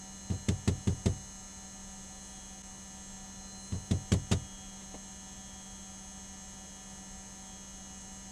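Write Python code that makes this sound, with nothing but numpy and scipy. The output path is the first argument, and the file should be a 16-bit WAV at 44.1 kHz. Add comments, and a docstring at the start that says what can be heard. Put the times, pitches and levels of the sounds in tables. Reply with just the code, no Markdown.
"""From the start, a small parked aircraft's instruments hum and whine over softly rushing cooling fans.
At 0.3 s a fingertip taps the gauges five times: each tap thumps the panel and makes glass and case
chatter. At 2.6 s the level dips for an instant. From 3.7 s come four more taps, and after the last two,
the hardest, the loose gauge bounces in its mount. Just before 5 s someone shifts in a seat.
The hum, whines and fans carry on to the end."""
import sys
import numpy as np
from scipy.fft import rfft, irfft, next_fast_len
from scipy.io import wavfile
from scipy.ndimage import map_coordinates

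SR = 44100
rng = np.random.default_rng(int(sys.argv[2]) if len(sys.argv) > 2 else 0)


def digitize_waveform(pressure):
    """Quantize a signal to 16-bit integers and store it at the path in sys.argv[1].

    Rows of a 2-D input are taken as channels; values are limited to [-1, 1].
    """
    field = np.atleast_2d(pressure).T
    bounded = np.clip(field, -1, 1)
    quanta = np.round(bounded * 32767).astype(np.int16)
    wavfile.write(sys.argv[1], SR, quanta)


N = 366471

# The electrical hum's overtones: multiple (of HUM_HZ), level_db
HUM_TONES = [(1, -54.0), (4, -75.0), (5, -69.0), (7, -73.0), (9, -69.0), (10, -70.0), (11, -75.0),
             (12, -77.0), (15, -67.0), (18, -74.0), (20, -77.0), (21, -71.0), (24, -79.0), (25, -81.0),
             (27, -69.0), (28, -70.0), (29, -73.0), (31, -64.0), (32, -61.0), (33, -56.0), (34, -61.0),
             (35, -63.0), (37, -72.0), (38, -72.0), (39, -67.0), (40, -67.0), (41, -63.0), (44, -76.0),
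             (45, -72.0), (47, -77.0), (48, -74.0), (49, -78.0), (50, -77.0), (52, -79.0), (54, -84.0),
             (62, -89.0), (64, -90.0), (67, -88.0)]
# Typical level of the many weak bearing tones: pitch_hz, level_db
FAINT_TONES = [(900, -82), (2500, -85), (4150, -83), (4550, -88.5), (5000, -84), (6200, -82.5), (8400, -79),
               (9500, -89), (10100, -88), (10800, -94.5), (13300, -98.5), (14500, -104)]
# Whines of spinning gyros and bearings: pitch_hz, level_db
WHINE_TONES = [(66, -63), (180, -66), (285, -73), (535, -73), (613, -71), (731, -75), (1227, -72),
               (1594, -78), (1672, -77), (1837, -78), (2509, -78), (3014, -75), (3957, -77), (4181, -77),
               (4258, -71.5), (5523, -77), (5834, -73), (5932, -70), (6196, -73), (6350, -72), (6389, -71),
               (6616, -67), (6768, -72), (7113, -76), (7449, -73), (7855, -76), (8057, -76), (8441, -76)]
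# Gyros (spinning wheels in the instruments): name, pitch_hz, base_level_db, drift_db_per_s, wavers_per_s
GYRO_TONES = [("low", 3268, -70, 0.75, 2.93), ("middle", 4105, -71, -1.4, 5), ("high", 7602, -63, 0, 12),
              ("top", 9278, -72.5, 0.3, 8)]
# Moments when a gyro sings out: peak_s, gyro_name, boost_db, half_length_s
GYRO_SWELLS = [(2.42, "low", 6.5, .2), (4.63, "low", 5.5, .22), (5.44, "low", 8, 0.33),
               (7.52, "low", 7, 0.11), (2.2, "middle", 2, .3), (3.6, "middle", 10.5, 0.29),
               (2.3, "top", 9, 0.28), (3.7, "top", 11, .18), (6.1, "top", 6, 0.14), (7, "top", 2, 0.23)]
# Mix of lows and highs in the cooling air: pitch_hz, relative_level_db
AIR_SPECTRUM = [(8, -15), (27, 3), (60, -2.5), (130, -7), (300, -14), (700, -20.5), (1500, -27),
                (3300, -31.5), (4900, -34.5), (6400, -28), (8300, -30), (10300, -38), (13300, -41),
                (15000, -48)]
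# Tones of each fan's shaft: multiple (of its turning speed), level_db
FAN_TONES = [(5, -66.5), (6, -72.3)]
# The fingertip's taps: start_s, thump_gain_db, force_db (the peak level of the chatter)
FINGER_TAPS = [(0.299, -2.3, -47.5), (0.4831, -0.7, -33), (0.674, 0.3, -31.5), (0.8703, 0, -39),
               (1.0565, .2, -33.5), (3.72, -4, -49.5), (3.9081, -.2, -36.5), (4.1168, 1.6, -29.5),
               (4.3119, 0.3, -30.5)]
# Notes at which the panel and cabin air ring: pitch_hz, relative_level_db, fade_s (time to fall 60 dB)
PANEL_RINGS = [(85.2, -21.5, 0.189), (96.3, -17.9, 0.253), (97.6, -20.9, 0.19), (114.2, -22.9, 0.196),
               (137.2, -15.7, 0.247), (138.0, -14.1, 0.203), (166.8, -15.3, 0.066), (181.2, -14.0, 0.076),
               (233.3, -21.3, 0.063), (304.5, -35.9, 0.145), (361.4, -19.8, 0.03), (407.1, -14.2, 0.045),
               (414.4, -18.5, 0.08), (529.3, -32.6, 0.03)]
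# Notes at which the gauge, its mount and the airframe ring: pitch_hz, relative_level_db, fade_s
GAUGE_RINGS = [(33, -54, 0.79), (59.4, -41.5, 0.46), (274.2, -39, 0.22), (378, -39, 0.15), (504, -41, 0.18),
               (555, -45, 0.092), (665, -36.5, .11)]
# The chatter of glass and case: pitch_hz, relative_level_db
CHATTER_SPECTRUM = [(250, -36), (600, 4.5), (1000, 2.5), (1650, 1), (1980, 6.5), (2300, 0), (3100, 4.5),
                    (3950, 5), (4450, -0.5), (5700, 0), (7200, 4.5), (9500, -6.5), (12000, -17.5),
                    (15000, -50)]
# The cabin's blurred echo of a tap: pitch_hz, relative_level_db
CABIN_SPECTRUM = [(120, -1.5), (280, 2.5), (550, -6.5), (1000, -16.5), (2000, -27.5), (4000, -29),
                  (8000, -25.5), (14000, -61)]
# Bounces of the loose gauge: start_s, level_db, brightness_db_per_octave
GAUGE_BOUNCES = [(4.134, -38.5, 6), (4.1385, -37, -7.5), (4.321, -31.5, -1.5), (4.329, -35, 0.5),
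                 (4.339, -38, -11)]
# Faint bumps and shuffles in the seats: start_s, level_db, brightness_db_per_octave
SEAT_SHUFFLES = [(4.808, -53, 2.5), (4.934, -42, -1.5)]
# The dull sound of a shuffle: pitch_hz, relative_level_db
SHUFFLE_SPECTRUM = [(80, -9), (170, 6), (380, -1), (750, 0), (1300, -16), (3000, -13), (9000, -41),
                    (14000, -60)]

HUM_HZ, AIR_DB = 194.27, -54.2
FAN_SPEEDS_HZ, FAN_WANDER_HZ = (151.95, 150.9), (0.4, 2.48)  # steady fan, unsteady fan
FIRM_FORCE_DB, FIRM_SOFTNESS_S, FIRM_DB_PER_OCTAVE = -31.5, 0.00027, -0.17  # a firm tap
# Each dB of extra force shortens the finger's touch (dB) and brightens the chatter (dB per octave).
HARDENING, BRIGHTENING = 0.78, 0.068
DIP_S, HIGHEST_HZ = 2.6225, 15250


def amp(db):
    """Turn decibels into a number to multiply by."""
    return 10 ** (np.asarray(db) / 20)


def unit(x):
    """Scale a sound to an average (rms) level of 1."""
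    return x / np.sqrt(np.mean(x ** 2) + 1e-20)


def level_at(spectrum, hz):
    """Read a level in dB between the rows of a pitch table."""
    pitches, levels = np.transpose(spectrum)
    return np.interp(np.log(hz + 1), np.log(pitches + 1), levels)


def wobble(per_s):
    """A smooth curve through per_s random points each second."""
    steps = np.arange(0, N + 256, 256)
    points = rng.standard_normal(512)
    curve = map_coordinates(points, [steps * per_s / SR], mode="wrap")
    return np.interp(np.arange(N), steps, curve)


def filtered(x, gain_at):
    """Turn each pitch in a sound up or down by gain_at(hz)."""
    size = next_fast_len(len(x) + SR // 8)
    hz = np.fft.rfftfreq(size, 1 / SR)
    return irfft(rfft(x, size) * gain_at(hz), size)[:len(x)]


def noise(spectrum, size, brightness=0):
    """Noise shaped by a pitch table; brightness lifts the highs, in dB per octave."""
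    hiss = rng.standard_normal(size)
    return unit(filtered(hiss, lambda hz: amp(level_at(spectrum, hz) + brightness * np.log2(hz + 1))))


def electrical_hum(flutter_db, weak_db, count):
    """One buzzing pulse each cycle, smeared by the metal it passes through."""
    turns = np.cumsum(HUM_HZ * (1 + 0.0003 * wobble(0.7))) / SR
    out = np.zeros(N)
    for multiple in range(1, count + 1):
        # overtones not in the table lie near the level of the faint tones
        db = dict(HUM_TONES).get(multiple, level_at(FAINT_TONES, multiple * HUM_HZ) + weak_db)
        smear = multiple ** 2 / 12 + 0.05 * rng.normal()
        gain = amp(db + flutter_db * wobble(2.687))
        out += gain * np.sin(2 * np.pi * (multiple * turns + smear))
    return np.sqrt(2) * out


def rotor_tone(hz, wander_hz):
    """A spinning part sings one slightly unsteady note."""
    turns = np.cumsum(hz + wander_hz * wobble(9)) / SR
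    return np.sqrt(2) * np.sin(2 * np.pi * (turns + rng.random()))


def whines(wander_hz):
    """Each spinning part holds its level and wanders a little in pitch."""
    return sum(amp(db) * rotor_tone(hz, wander_hz) for hz, db in WHINE_TONES)


def gyros(waver_depth):
    """Each gyro wavers as a steady tone mixes with a random one; some also drift in level and swell."""
    t = np.arange(N) / SR
    out = np.zeros(N)
    for name, hz, db, drift_db_per_s, wavers_per_s in GYRO_TONES:
        waver = 1 + waver_depth * (wobble(wavers_per_s) + 1j * wobble(wavers_per_s))
        tone = unit(np.real(waver * np.exp(2j * np.pi * hz * t)))
        swell_db = sum(boost_db * np.exp(-((t - peak_s) / half_s) ** 2)
                       for peak_s, gyro, boost_db, half_s in GYRO_SWELLS if gyro == name)
        out += amp(db + drift_db_per_s * (t - t.mean()) + swell_db) * tone
    return out


def cooling_fans():
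    """Air rushes softly while two fans at nearly the same speed throb unevenly against each other."""
    air = amp(AIR_DB) * noise(AIR_SPECTRUM, N)
    shafts = sum(amp(db) * rotor_tone(multiple * hz, wander_hz)
                 for multiple, db in FAN_TONES for hz, wander_hz in zip(FAN_SPEEDS_HZ, FAN_WANDER_HZ))
    return air + shafts


def bearings(spread_db, width_hz, count):
    """Many weak ringing tones of the bearings merge into a thin sizzle."""
    hz = np.fft.rfftfreq(N, 1 / SR)
    pitches = np.linspace(FAINT_TONES[0][0], FAINT_TONES[-1][0], count) + rng.uniform(-40, 40, count)
    levels = amp(level_at(FAINT_TONES, pitches) + spread_db * rng.standard_normal(count))
    power = np.bincount(np.searchsorted(hz, pitches), levels ** 2, len(hz))
    # widen each tone into a narrow band of noise
    band = np.exp(-np.abs(np.arange(-200, 201) * hz[1] / width_hz))
    power = np.convolve(power, band / band.sum(), "same")
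    return irfft(rfft(rng.standard_normal(N)) * np.sqrt(power * N / 2), N)


def add(track, start_s, sound):
    """Mix a sound into a track at a given time."""
    part = track[round(start_s * SR):][:len(sound)]
    part += sound[:len(part)]


def thump(softness_s, panel_db, gauge_db, panel_rise_s, gauge_rise_s):
    """The fingertip sets the panel swinging and the gauge ringing."""
    t = np.arange(SR) / SR
    # neighbouring notes start their swing in opposite directions
    panel = -sum((-1) ** k * amp(db - 60 * t / fade_s) * np.cos(2 * np.pi * hz * t)
                 for k, (hz, db, fade_s) in enumerate(PANEL_RINGS))
    # the gauge rings a little differently wherever the finger lands
    gauge = sum(amp(db + rng.uniform(-4, 4) - 60 * t / fade_s)
                * np.sin(2 * np.pi * (hz * t + rng.random())) for hz, db, fade_s in GAUGE_RINGS)
    ring = amp(panel_db) * panel * (1 - np.exp(-t / panel_rise_s))
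    ring += amp(gauge_db) * gauge * (1 - np.exp(-t / gauge_rise_s))
    # a softer touch spreads the push and dulls the thump
    return filtered(ring, lambda hz: 1 / (1 + 2j * np.pi * hz * softness_s))


def burst(spectrum, brightness, rise_s, fade_s):
    """A puff of noise, like many tiny knocks, that builds up and dies away."""
    t = np.arange(SR // 4) / SR
    shape = (1 - np.exp(-(t / rise_s) ** 2)) * amp(-60 * t / fade_s)
    return noise(spectrum, len(t), brightness) * shape / shape.max()


def taps():
    """Each tap is a thump, a chatter and a dull cabin echo; more force makes it harder and brighter."""
    out = np.zeros(N)
    for start_s, thump_db, force_db in FINGER_TAPS:
        extra_db = force_db - FIRM_FORCE_DB
        softness_s = FIRM_SOFTNESS_S * amp(-HARDENING * extra_db)
        brightness = FIRM_DB_PER_OCTAVE + BRIGHTENING * extra_db
        knock = thump(softness_s, panel_db=0.15, gauge_db=4.5, panel_rise_s=0.00035, gauge_rise_s=0.012)
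        chatter = burst(CHATTER_SPECTRUM, brightness, rise_s=0.0028, fade_s=0.06)
        echo = burst(CABIN_SPECTRUM, brightness=0, rise_s=0.012, fade_s=0.18)
        add(out, start_s, amp(thump_db) * knock)
        add(out, start_s + 0.000799, amp(force_db) * chatter)
        add(out, start_s + 0.006, amp(thump_db - 39.5) * echo)
    return out


def level_dip(depth, hold_s, recovery_s):
    """The level dips for an instant and comes back."""
    t = np.arange(N) / SR - DIP_S
    return 1 - depth * np.interp(t, [-recovery_s / 10, 0, hold_s, hold_s + recovery_s], [0, 1, 1, 0])


def gauge_bounces():
    """After the hardest taps the loose gauge bounces in its mount and chatters again."""
    out = np.zeros(N)
    for start_s, db, brightness in GAUGE_BOUNCES:
        add(out, start_s, amp(db) * burst(CHATTER_SPECTRUM, brightness, rise_s=0.0014, fade_s=0.061))
    return out


def seat_shuffles():
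    """Someone shifts slightly in a seat."""
    out = np.zeros(N)
    for start_s, db, brightness in SEAT_SHUFFLES:
        add(out, start_s, amp(db) * burst(SHUFFLE_SPECTRUM, brightness, rise_s=0.008, fade_s=0.1))
    return out


def scene():
    """All the cabin's sounds together, the same on the left and right."""
    cabin = taps() + gauge_bounces() + seat_shuffles()
    cabin += electrical_hum(flutter_db=0.86, weak_db=-1.5, count=70)
    cabin += whines(wander_hz=1.5) + gyros(waver_depth=0.52)
    cabin += cooling_fans() + bearings(spread_db=2, width_hz=2.5, count=170)
    return np.array([cabin, cabin])


def record(dry):
    """The level dips once, and everything above HIGHEST_HZ is cut away."""
    gain = level_dip(depth=0.78, hold_s=0.0043, recovery_s=0.01)
    return np.array([filtered(gain * channel, lambda hz: hz < HIGHEST_HZ) for channel in dry])


dry = scene()
out = record(dry)
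digitize_waveform(out)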